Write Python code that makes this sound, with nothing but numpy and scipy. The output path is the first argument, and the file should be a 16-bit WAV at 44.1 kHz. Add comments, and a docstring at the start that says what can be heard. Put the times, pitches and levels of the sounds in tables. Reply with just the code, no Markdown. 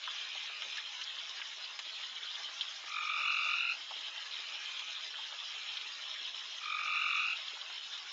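"""Tree frogs at a garden pond

Night, heard by an outdoor camera's small microphone. Water trickles and plops all the time: shaped noise
forms the hiss, decaying gliding sines the droplets, and noise bursts with a rising bubble tone the plops.
Two tree frogs close by trill in overlapping turns, twice, and others trill faintly further off: each trill
is a slowing train of three-partial whistles, followed by the echoes of the garden."""
import sys
import numpy as np
from scipy import signal
from scipy.fft import rfft, irfft, next_fast_len
from scipy.io import wavfile
from scipy.ndimage import uniform_filter1d

SR = 44100
rng = np.random.default_rng(int(sys.argv[2]) if len(sys.argv) > 2 else 0)


def generate_wav(signal):
    """Clip the signal to [-1, 1] and save it as 16-bit WAV at the path in sys.argv[1]."""
    frames = np.transpose(np.atleast_2d(signal))
    scaled = np.clip(frames, -1, 1) * 32767
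    pcm = np.round(scaled).astype(np.int16)
    wavfile.write(sys.argv[1], SR, pcm)


N = 358091


def undb(db):
    """Decibels: the amplitude ratio is ten to the power of a twentieth of the level."""
    return 10 ** (np.asarray(db) / 20)


def unit(x):
    """Normalisation: the signal is divided by its root mean square."""
    return x / np.sqrt(np.mean(x ** 2))


def add(out, x, s):
    """Superposition: a sound is summed into the output from s seconds on."""
    i = max(int(s * SR), 0)
    out[i:i + len(x)] += x[:max(len(out) - i, 0)]


def bell(size, hz, octaves):
    """Spectral shaping: noise with a bell on a log frequency axis, density 1 at the centre."""
    f = np.maximum(np.fft.rfftfreq(size, 1 / SR), 1)
    gain = np.exp(-(np.log2(f / hz) / octaves) ** 2 / 4)
    return irfft(rfft(rng.standard_normal(size)) * gain, size)


# Reflections from fence and wall. Each row: delay in seconds, level in dB before the whole is normalised.
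REFLECTIONS = [(0.0122, -2), (.017, -3.5), (0.03, -4)]
GARDEN_T60_S, SCATTER_TAIL_DB = 0.25, -3  # decay time; tail energy before the whole is normalised


def garden():
    """Reverberation: a few discrete reflections and a decaying diffuse tail from bushes and stones."""
    t = np.arange(SR // 4) / SR
    onset = np.clip(t / 0.0046, 0, 1)
    response = rng.standard_normal(len(t)) * undb(-60 * t / GARDEN_T60_S) * onset
    response *= undb(SCATTER_TAIL_DB) / np.sqrt(np.sum(response ** 2))
    for delay_s, db in REFLECTIONS:
        response[int(delay_s * SR)] += undb(db)
    return response / np.sqrt(np.sum(response ** 2))


PLACES = 8  # spots along the stream where droplets fall, each with its own echo response


def droplets():
    """Bubble resonance: bubbles of every size each ring a few cycles with a rising pitch."""
    per_s, scatter_db, cycles = 900, 3, 12
    places, count = np.zeros((PLACES, N)), per_s * N // SR
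    chances = rng.random((count, 3))
    for (when, size, place), loud in zip(chances, rng.standard_normal(count)):
        hz = 250 * 24 ** size
        n = np.arange(int(2 * cycles * SR / hz)) * hz / SR  # time in periods of hz
        envelope = (1 - np.exp(-n)) * np.exp(-3 * n / cycles)
        ring = envelope * np.sin(2 * np.pi * n * (1 + .08 * n / cycles))
        # scaled by hz so that all sizes together have an even spectrum
        add(places[int(place * PLACES)], hz * undb(scatter_db * loud) * ring, when * N / SR)
    return unit(sum(x + undb(8) * signal.fftconvolve(x, garden())[:N] for x in places))


def flicker(x, surge_db=0.5, band_db=0.66, patch_db=5.0, treble_patch_db=8):
    """Random modulation: surges as a whole, flicker in wide bands, and narrow dips, deepest in the treble."""
    f, _, z = signal.stft(x, SR, nperseg=1024)

    def field(bins, frames):
        """Smoothing: twice-averaged noise over frequency and time, standard deviation 1."""
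        v = rng.standard_normal(z.shape)
        for _ in range(2):
            v = uniform_filter1d(v, bins, axis=0)
            v = uniform_filter1d(v, frames, axis=1)
        return v / v.std()

    patch_depth = np.interp(f, [3800, 4600], [patch_db, treble_patch_db])[:, None]
    db = surge_db * field(bins=512, frames=2)
    db += band_db * field(bins=20, frames=2)
    db += patch_depth * np.minimum(field(bins=1, frames=5), .8)  # peaks are capped, dips are not
    return unit(signal.istft(z * undb(db), SR, nperseg=1024)[1][:N])


SMALL_PLOPS_PER_S, SMALL_HZ = 2, (350, 3800)  # mean rate and range of centres
SMALL_DB, SMALL_SCATTER_DB, SMALL_OCTAVES = 9, 5, 0.72


def small_plops():
    """Random arrivals: fainter plops at chance moments, as rows like those of the plop table."""
    count = SMALL_PLOPS_PER_S * N // SR
    when, size = rng.random((count, 2)).T
    low, high = SMALL_HZ
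    db = SMALL_DB + SMALL_SCATTER_DB * rng.standard_normal(count)
    return list(zip(when * N / SR, db, low * (high / low) ** size, np.full(count, SMALL_OCTAVES)))


# Plops and splashes that stand out. Each row: time in seconds, level in dB against the uncoloured trickle
# before the envelope, centre in Hz, spread in octaves.
LARGE_PLOPS = [(0.041, 16, 2720, 0.072), (0.079, 23, 1200, 0.28), (0.189, 8, 3330, 0.34),
               (0.202, 8, 600, 0.67), (0.351, 12, 3930, 0.11), (.357, 18.5, 652, 0.34),
               (0.5, 15, 591.5, 0.52), (.652, 17, 526, 0.49), (.664, 18, 326, 0.54),
               (0.732, 12, 3350, 0.16), (0.775, 14.5, 4920, 0.42), (0.773, 18, 1800, .12),
               (0.785, 24, 1770, 0.09), (.79, 15, 2300, 0.25), (1.041, 17.5, 5200, 0.18),
               (1.085, 10, 3660, 0.23), (1.169, 16.5, 1493, 0.19), (1.4, 13, 510, 1.2),
               (1.297, 13.5, 4980, 0.37), (1.419, 20.5, 1930, 0.35), (1.19, 10, 3630, 0.32),
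               (1.418, 0, 3247, 0.25), (1.65, 18.5, 4720, 0.15), (1.794, 16.5, 2060, 2.5),
               (1.862, 18, 357, 0.52), (2.0363, 12.5, 3060, 0.2), (2.233, 14, 3308, 0.18),
               (2.357, 14, 3460, 0.16), (2.49, 11, 506, 1.3), (2.6135, 21.5, 3470, 0.2),
               (2.6185, 13, 3400, .2), (2.613, 11.5, 3050, 0.57), (2.842, 14, 406.5, 0.72),
               (3.914, 26.5, 821.5, 0.27), (3.965, 13, 452, 0.61), (4.015, 14, 4867, 0.11),
               (4.181, 13.5, 3220, 0.16), (4.227, 11, 3530, 0.19), (4.395, 17, 385.8, 0.44),
               (4.797, 12, 3050, 0.83), (4.8, 13, 922, 0.19), (4.955, 13, 3700, 0.19),
               (5.144, 17.5, 1501, 0.18), (5.191, 23, 860, 0.2), (5.392, 11, 3032, 0.19),
               (5.426, 14, 890, 0.28), (5.695, 10, 940, 0.22), (5.327, 17.5, 760, 0.29),
               (5.774, 16.5, 3140, 0.4), (5.816, 11.5, 2690, 0.68), (6.143, 13, 2920, 0.34),
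               (6.208, 21, 317, 0.32), (6.349, 8, 3300, 0.28), (6.586, 12, 3357, 0.17),
               (7.484, 12, 3476, 0.18), (7.536, 19, 437, 0.29), (7.571, 20, 922, 0.12),
               (7.617, 13, 3521, 0.24), (7.98, 13, 5000, 0.29)]
# the fall lasts a fixed time plus a few cycles of the centre
PLOP_RISE_S, PLOP_FALL_S, PLOP_CYCLES = .0009, .0065, 2.66
BUBBLE_DB, BUBBLE_GLIDE_PER_S = -11.5, 7.5  # tone amplitude against splash RMS; pitch rise as a share


def plops():
    """Impact and cavity resonance: a quick splash in one band and trapped air ringing upward from its centre."""
    out, t = np.zeros(N), np.arange(2048) / SR
    for s, db, hz, octaves in LARGE_PLOPS + small_plops():
        envelope = (1 - np.exp(-t / PLOP_RISE_S)) * np.exp(-t / (PLOP_FALL_S + PLOP_CYCLES / hz))
        splash = bell(size=2048, hz=hz, octaves=octaves)
        tone = np.sin(2 * np.pi * hz * (t + BUBBLE_GLIDE_PER_S * t ** 2 / 2))
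        bubble = undb(BUBBLE_DB) * splash.std() * tone
        add(out, undb(db) * envelope * (splash + bubble), s - .004)  # starts 4 ms ahead of the listed time
    return out


# Colour of the water. Each row: frequency in Hz, spectral gain in dB before the flow gain.
WATER_COLOUR = [(88, -69), (150, -60.5), (226, -32), (445, -27.5), (537, -24), (1100, -13.5), (1280, -12.5),
                (2400, -10), (3150, -2), (4200, -8), (4450, -18.5), (4950, -12.5), (5500, -13),
                (5750, -20.5), (6750, -16.5), (7550, -31), (7800, -54.5), (8730, -47), (11300, -69.5),
                (19200, -120)]
# Strength of the flow. Each row: time in seconds, gain of all the water sound in dB.
FLOW_GAIN = [(0, -30.5), (1.4, -32), (1.85, -33.5), (2.3, -31), (3.1, -31.5), (3.7, -31.5), (4.301, -31),
             (5.0, -31.5), (5.7, -31.5), (6.35, -32), (7.15, -31), (8.12, -32)]


def water():
    """Linear filtering: hiss, droplets and plops all take the colour of the trickle."""
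    trickle = flicker(undb(-1) * rng.standard_normal(N) + undb(-4) * droplets())
    white = trickle + plops()
    hz, db = np.transpose(WATER_COLOUR)
    size = next_fast_len(N)
    f = np.maximum(np.fft.rfftfreq(size, 1 / SR), 1)
    colour = undb(np.interp(np.log(f), np.log(hz), db))
    coloured = irfft(rfft(white, size) * colour, size)[:N]
    s, flow_db = np.transpose(FLOW_GAIN)
    return coloured * undb(np.interp(np.arange(N) / SR, s, flow_db))


# The frogs. Each row: pitch in Hz, length factor of the upper partials, level in dB, fundamental in dB,
# third partial in dB (both against the second), swell in seconds, echo in dB, lag of the upper partials in ms.
FROG_BODIES = [(1202.8, 0.95, -33, 0.5, -7, 0.061, -6, 0), (1335, 1.87, -32.5, -6, -12.5, 0.12, -4, 0.66),
               (1212, 0.71, -46.5, -13.5, -5, 0.035, 0.5, 1), (1330, 2.6, -60, -9, -11, 0.052, 7.5, 0.75),
               (1227, 0.44, -50, -8, -18, 0.12, 6, 0)]
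# Voice of each frog. Each row: climb within a pulse as a share of pitch per second, rasp from 0 to 1.
FROG_VOICES = [(12, .2), (10.5, .7), (11, .5), (8, .6), (11, .5)]
# Partials of one pulse. Each row: multiple of the pitch, peak delay in ms before the frog's lag,
# rise in ms, fall in ms (for upper partials before the frog's length factor).
PULSE_PARTIALS = [(1, 5, 2.85, 1.1), (2, 0.4, 4.1, 2.65), (3, 0.81, 3.8, 1.1)]
SCATTER_S, SCATTER_DB, SCATTER_PITCH = .0004, 1.3, .012  # pulse to pulse: timing, level, share of pitch
RASP_HZ = 165  # mean throb inside a pulse


def trill(start, end, rate0, rate1, frog):
    """Pulse train of harmonics: short rising whistles of three partials repeat at a gliding rate."""
    hz, length, db, low_db, third_db, swell, echo_db, lag = FROG_BODIES[frog]
    climb, rasp = FROG_VOICES[frog]
    out, tau = np.zeros(N), np.arange(-SR // 60, SR // 60) / SR
    fade = signal.windows.tukey(len(tau), .5)
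    span = end - start
    grid = np.linspace(0, span, 512)
    # the rate integrates to a pulse count; a pulse falls on each whole number
    beats = rate0 * grid + (rate1 - rate0) * grid ** 2 / (2 * span)
    times = np.interp(np.arange(int(beats[-1]) + 1), beats, grid)
    chances = rng.standard_normal((len(times), 5)) * (SCATTER_S, SCATTER_DB, SCATTER_PITCH, 1, 1)
    for s, (late, loud, tune, turn, throb) in zip(times, chances):
        phase = 2 * np.pi * (hz * (1 + tune) * (tau + climb * tau ** 2 / 2) + turn)
        # roughens the upper partials
        buzz = 1 + rasp * np.cos(2 * np.pi * RASP_HZ * (1 + 0.13 * throb) * tau + throb)
        # the vocal sac fills over the first pulses, and the upper partials come in last
        effort = 1 - 0.65 * np.exp(-(s / swell) ** 2)
        pulse = 0
        for (k, peak, rise, fall), part_db in zip(PULSE_PARTIALS, (low_db, 0, third_db)):
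            upper = k > 1
            u = tau * 1000 - peak  # ms from the peak
            if upper:
                u = (u - lag) / length
            shape = np.exp(-.5 * (u / np.where(u < 0, rise, fall)) ** 2)
            if upper:
                shape = shape * buzz
            strength = undb(part_db) * effort ** (1.21 if upper else 1)
            pulse = pulse + strength * shape * np.sin(k * phase)
        add(out, undb(db + loud) * pulse * fade, start + s + late + tau[0])
    return out + undb(echo_db) * signal.fftconvolve(out, garden())[:N]


# The trills. Each row: first pulse in seconds, end in seconds, pulses per second at the start,
# pulses per second at the end, index of the frog.
TRILL_TURNS = [(0.010, .760, 47, 44, 3), (0.120, .800, 46, 43, 2), (2.8795, 3.548, 46.8, 41.34, 0),
               (3.0736, 3.724, 48.9, 43.9, 1), (4.280, 4.960, 46, 43, 2), (5.350, 5.860, 46, 43, 4),
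               (6.6145, 7.270, 45.9, 42.2, 0), (6.7918, 7.334, 49.3, 43.7, 1)]


def chorus():
    """Superposition: the trills of all the frogs add up."""
    return sum(trill(*row) for row in TRILL_TURNS)


HOLLOW_HZ, HOLLOW_FROM_DB = (3020, 3330), -35.5  # the band, and the trill level that empties it fully


def hollow(x, frogs):
    """Level-dependent band rejection: the band between second and third partials falls quiet in loud trills."""
    loud = np.sqrt(np.maximum(uniform_filter1d(frogs ** 2, size=4410), 0))  # RMS over 0.1 s
    share = np.clip(loud / undb(HOLLOW_FROM_DB), 0, 1) ** 4
    band_filter = signal.butter(3, HOLLOW_HZ, "bandpass", fs=SR, output="sos")
    return x - share * signal.sosfiltfilt(band_filter, x)


def scene():
    """Superposition: water and frogs add up, with the hollow band under loud trills."""
    frogs = chorus()
    return hollow(water() + frogs, frogs)[None]


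TOP_HZ = 8850


def record(dry):
    """Band limiting: a steep elliptic low-pass is the camera's cut-off."""
    return signal.sosfilt(signal.ellip(8, .2, 70, TOP_HZ, fs=SR, output="sos"), dry)


dry = scene()
out = record(dry)
generate_wav(out)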